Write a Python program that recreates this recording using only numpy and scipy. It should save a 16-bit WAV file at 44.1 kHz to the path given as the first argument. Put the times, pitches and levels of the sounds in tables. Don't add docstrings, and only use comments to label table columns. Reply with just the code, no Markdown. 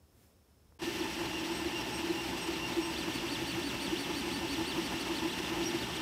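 import sys
import numpy as np
from scipy import signal
from scipy.fft import rfft, irfft, next_fast_len
from scipy.io import wavfile

SR = 44100
rng = np.random.default_rng(int(sys.argv[2]) if len(sys.argv) > 2 else 0)


def materialize(psi):
    bounded = np.clip(np.atleast_2d(psi).T, -1, 1)
    quanta = np.round(bounded * 32767).astype(np.int16)
    wavfile.write(sys.argv[1], SR, quanta)


N = 265041
T = np.arange(N) / SR

# (frequency [Hz], level [dB])
ROOM = [(20, -112), (45, -89), (100, -88.5), (250, -94), (450, -96.5), (800, -104), (2000, -112),
        (5000, -114), (15000, -116)]
RUSTLE = [(30, -105), (120, -90), (400, -99), (1000, -110), (4000, -114), (15000, -113)]
# (frequency [Hz], width [Hz], boost [dB])
HUM_AND_WHISTLE = [(77, 16, 13), (5300, 350, 8)]
# (frequency [Hz], level [dB])
TICK = [(100, -98), (600, -84), (1300, -85), (2600, -106), (15000, -125)]
# (frequency [Hz], level [dB])
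AIR = [(25, -100), (55, -78.5), (150, -80.5), (330, -71), (480, -79.5), (900, -78.5), (1450, -81),
       (2000, -78), (3300, -78.5), (4500, -83), (5700, -83.5), (7300, -92), (9500, -96.5), (13300, -95.5),
       (15500, -102)]
# (frequency [Hz], width [Hz], boost [dB])
AIR_MODES = [(60, 14, 8), (76, 14, 8), (125, 20, 13), (150, 16, -6), (180, 28, 12), (207, 14, -5),
             (243, 20, 9), (328, 45, 7), (380, 40, 7), (565, 30, 3), (850, 90, 4), (1330, 130, 2),
             (2810, 180, 4), (3840, 120, -6), (5680, 160, 3), (6320, 160, -4), (7850, 300, 6),
             (8300, 90, 10), (8750, 160, 5), (10200, 110, 6), (10900, 350, 3), (13030, 160, 3),
             (15000, 300, 4)]
# (multiple of BLADE_HZ, level [dB])
BLADES = [(1, -55), (2, -56), (3, -55), (4, -75)]
# (frequency [Hz], level [dB])
FAN_TONES = [(2579, -61), (2826, -56), (3035, -56), (3331, -65), (3574, -66), (3908, -67), (4883, -67),
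             (5652, -68), (5860, -72)]
# (start [s], end [s], step rate limit [Hz], whine [dB], hum [dB])
HOPS = [(.8, 1.066, 6350, -1.5, 1), (1.05, 1.21, 7400, -8, -12), (5.587, 5.756, 5660, 1, -1)]
# (multiple of the step rate, level [dB])
STRAIGHT_WHINE = [(1, -46), (2, -53.5), (3, -62.5)]
X_WHINE = [(1, -62), (2, -51), (3, -54)]
Y_WHINE = [(1, -45), (2, -58), (3, -69)]
# (multiple of the full-step rate, level [dB])
STRAIGHT_HUM = [(1, -51.5), (2, -65.5), (3, -67.5), (4, -74.5), (6, -79), (8, -60)]
CIRCLE_HUM = [(1, -59), (2, -56.5), (4, -62.5), (5, -57), (6, -58.5)]
X_SWEEPS = [1.565, 1.96, 2.43, 2.85]
# (time of top speed [s], shudder speeding up [dB], shudder slowing down [dB])
Y_SWEEPS = [(1.36, -32, -35), (1.77, -35, -43), (2.2, -32.5, -36), (2.64, -33.5, -26)]
# (start [s], first line from centre [steps], line spacing [steps], strokes)
ZIGZAGS = [(2.904, -151.2, 25.25, 16), (5.724, -176.4, -25.25, 2)]
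# (frequency [Hz], gain [dB])
MOUNT = [(40, -25), (120, -4), (300, 0), (1000, -3), (1700, -9), (2500, -14), (3200, -4), (3800, -7),
         (4900, -10), (6500, -11), (7300, -17), (9000, -11), (15000, -11)]
# (frequency [Hz], width [Hz], boost [dB])
MOUNT_MODES = [(283, 50, 8), (338, 50, 8), (660, 50, 3), (860, 100, 4), (1005, 50, 8), (2795, 110, 13),
               (3480, 350, 7), (4080, 180, 5), (4530, 160, 6), (5620, 200, 14), (6350, 200, -8),
               (7880, 220, 12), (8340, 160, 14), (9050, 200, 8), (11320, 200, 4), (13570, 300, 6)]
# (frequency [Hz], level [dB])
RATTLE = [(40, -81.5), (120, -75.5), (330, -77), (480, -81), (900, -79), (1400, -87), (3000, -89.5),
          (7000, -113.5), (15000, -110)]
# (frequency [Hz], width [Hz], boost [dB])
RATTLE_MODES = [(331.8, 72, 19.4), (862, 58, 10.6), (1001, 44, 11.4)]
# (time [s], level [dB])
JOLTS = [(.833, -35.5), (.883, -30.5), (1.016, -30), (1.665, -31.5), (2.108, -28), (5.518, -36),
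         (5.622, -33), (5.69, -34.5)]
TURN_DB = [-44, -34.5, -43, -34, -44, -32, -34.5, -39, -45, -38, -31, -39, -35, -37, -34, -42]
# (time from top speed [s], pitch [Hz], level [dB], glide [Hz/s])
SQUEAKS = [(-.098, 4120, -47, -26000), (0.043, 5380, -50, -12000)]

BLADE_HZ, FRAME_HZ, TOP_HZ = 893.7, 337.7, 15600
MICROSTEPS = 16
ZIGZAG_HZ, CIRCLE_HZ = 4524, 2795
ZIGZAG_RAMP_HZ_PER_S, HOP_RAMP_HZ_PER_S, CIRCLE_RAD_PER_S = 56600, 80000, 7.3
DISC_RADIUS_STEPS, TURN_OVERLAP_S = 268.3, .02624
ROOM_END_S, PRINTER_START_S, PRINTER_FULL_S = .775, .788, .812
PRINTER_DB, RISE_DB_PER_S = -.5, .19


def undb(db):
    return 10 ** (np.asarray(db) / 20)


def noise():
    return rng.standard_normal(N) * np.sqrt(SR / 2)


def wander(rate):
    f = np.arange(N // 2 + 1) * SR / N
    wobble = irfft(rfft(rng.standard_normal(N)) * np.exp(-(f / rate) ** 2), N)
    return wobble / wobble.std()


def swell(time, length):
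    return np.exp(-np.log(2) * (2 * (T - time) / length) ** 2)


def fade_in(start, length=.0088):
    return np.clip((T - start) / length, 0, 1)


def colour(sound, outline, peaks):
    size = 2 * next_fast_len(N // 2 + 8192)
    f = np.arange(size // 2 + 1) * SR / size
    hz, db = np.transpose(outline)
    gain_db = np.interp(np.log(f + 1), np.log(hz), db)
    for centre, width, boost in peaks:
        gain_db = gain_db + boost / (1 + (2 * (f - centre) / width) ** 2)
    cepstrum = irfft(np.log(undb(gain_db)))[:size // 2]
    cepstrum[1:] *= 2
    return irfft(rfft(sound, size) * np.exp(rfft(cepstrum, size)))[:N]


def tones(hz, multiples, flutter_db):
    phase = 2 * np.pi * np.cumsum(hz) / SR
    out = 0
    for k, db in multiples:
        gain = undb(db + flutter_db * wander(24.5)) * (k * hz < TOP_HZ)
        out = out + np.sqrt(2) * gain * np.sin(k * phase + rng.uniform(0, 2 * np.pi))
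    return out


def rings(rows):
    out = np.zeros(N)
    for time, hz, db, length, glide in rows:
        cycles = (hz + glide * (T - time) / 2) * (T - time)
        tone = np.sin(2 * np.pi * cycles + rng.uniform(0, 2 * np.pi))
        out += np.sqrt(2) * undb(db) * swell(time, length) * tone
    return out


def room():
    return undb(-2.3) * colour(noise(), ROOM, HUM_AND_WHISTLE)


def gear_toy(tick_s=.723, decay_s=.0014):
    rustle = colour(noise() * swell(time=.23, length=.17), RUSTLE, [])
    burst = noise() * (T >= tick_s) * np.exp(-np.abs(T - tick_s) / decay_s)
    return rustle + colour(burst, TICK, [])


def fans():
    air = colour(noise() * undb(.81 * wander(40)), AIR, AIR_MODES)
    blade_hz = BLADE_HZ * (1 + .00095 * wander(3.47) + .0015 * wander(38.6))
    blades = tones(blade_hz, BLADES, flutter_db=2.5)
    speed = 1 + .0005 * wander(4)
    whine = sum(tones(hz * speed, [(1, db)], flutter_db=1.8) for hz, db in FAN_TONES)
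    return air + blades + whine


def straight(start, end, top_hz, ramp):
    return np.clip(ramp * np.minimum(T - start, end - T), 0, top_hz)


def circling(peak_times):
    angles = [CIRCLE_RAD_PER_S * (T - time) for time in peak_times]
    return sum(CIRCLE_HZ * np.cos(np.clip(angle, -np.pi / 2, np.pi / 2)) for angle in angles)


def strokes():
    ramp_s = ZIGZAG_HZ / ZIGZAG_RAMP_HZ_PER_S
    out = []
    for start, first, spacing, count in ZIGZAGS:
        for line in range(count):
            width_share = np.sqrt(1 - ((first + line * spacing) / DISC_RADIUS_STEPS) ** 2)
            end = start + 2 * DISC_RADIUS_STEPS * width_share / ZIGZAG_HZ + ramp_s
            out.append((start, end))
            start = end - TURN_OVERLAP_S * width_share ** 2
    return out


def stepper(rate, whine_tones, hum_tones, whine_db=0, hum_db=0):
    step_hz = rate * (1 + .004 * wander(200))
    full_step_hz = rate / MICROSTEPS * (1 + .012 * wander(60))
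    ripple = 1 + .6 * np.sin(2 * np.pi * np.cumsum(full_step_hz) / SR)
    whine = tones(step_hz, whine_tones, flutter_db=1.8) * ripple
    hum = tones(full_step_hz, hum_tones, flutter_db=3)
    drive = np.minimum(rate / 2400, 1)
    return (undb(whine_db) * whine + undb(hum_db) * hum) * drive


def rattle(rate):
    turning = np.exp(-(rate / 2300) ** 2)
    shaking = noise() * (.25 + turning) * undb(2.8 * wander(55))
    return colour(shaking, RATTLE, RATTLE_MODES)


def shudders(jolt_s=.02, sweep_s=.025, turn_s=.023, turn_lag_s=.01384):
    rows = [(time, db, jolt_s) for time, db in JOLTS]
    shaking_rate = FRAME_HZ * MICROSTEPS / 4
    offset = np.arccos(shaking_rate / CIRCLE_HZ) / CIRCLE_RAD_PER_S
    for time, speeding_db, slowing_db in Y_SWEEPS:
        rows += [(time - offset, speeding_db, sweep_s), (time + offset, slowing_db, sweep_s)]
    moves = strokes()
    turns = [(end + start) / 2 for (_, end), (start, _) in zip(moves, moves[1:]) if start < end]
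    rows += [(time + turn_lag_s, db, turn_s) for time, db in zip(turns, TURN_DB)]
    return rings([(time, FRAME_HZ, db, length, 0) for time, db, length in rows])


def squeaks(length_s=.018):
    return rings([(time + offset, hz, db, length_s, glide)
                  for time, _, _ in Y_SWEEPS for offset, hz, db, glide in SQUEAKS])


def hop_beep(time=5.671, hz=5660, db=-43, length_s=.026):
    return rings([(time, hz, db, length_s, 0)])


def printer():
    x_rate = circling(X_SWEEPS)
    y_rate = circling([time for time, _, _ in Y_SWEEPS])
    stroke_rates = [straight(start, end, ZIGZAG_HZ, ZIGZAG_RAMP_HZ_PER_S) for start, end in strokes()]
    zigzag_rate = np.max(stroke_rates, axis=0)
    motors = undb(-.3) * stepper(x_rate, X_WHINE, CIRCLE_HUM)
    motors += undb(-.1) * stepper(y_rate, Y_WHINE, CIRCLE_HUM)
    motors += undb(1) * stepper(zigzag_rate, STRAIGHT_WHINE, STRAIGHT_HUM)
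    fastest = np.max([x_rate, y_rate, zigzag_rate], axis=0)
    for start, end, top_hz, whine_db, hum_db in HOPS:
        rate = straight(start, end, top_hz, HOP_RAMP_HZ_PER_S)
        motors += stepper(rate, STRAIGHT_WHINE, STRAIGHT_HUM, whine_db, hum_db)
        fastest = np.maximum(fastest, rate)
    mounted_motors = colour(motors, MOUNT, MOUNT_MODES)
    return fans() + mounted_motors + rattle(fastest) + shudders() + squeaks() + hop_beep()


def scene():
    entry = np.maximum(undb(-8.5) * fade_in(PRINTER_START_S), fade_in(PRINTER_FULL_S))
    level = undb(PRINTER_DB + RISE_DB_PER_S * (T - PRINTER_START_S))
    printing = entry * level * printer()
    opening = (1 - fade_in(ROOM_END_S)) * (room() + gear_toy())
    return np.tile(opening + printing, (2, 1))


def record(dry):
    thin = signal.sosfilt(signal.butter(4, 33, "high", fs=SR, output="sos"), dry)
    return signal.sosfilt(signal.ellip(10, .2, 70, TOP_HZ, fs=SR, output="sos"), thin)


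dry = scene()
out = record(dry)
materialize(out)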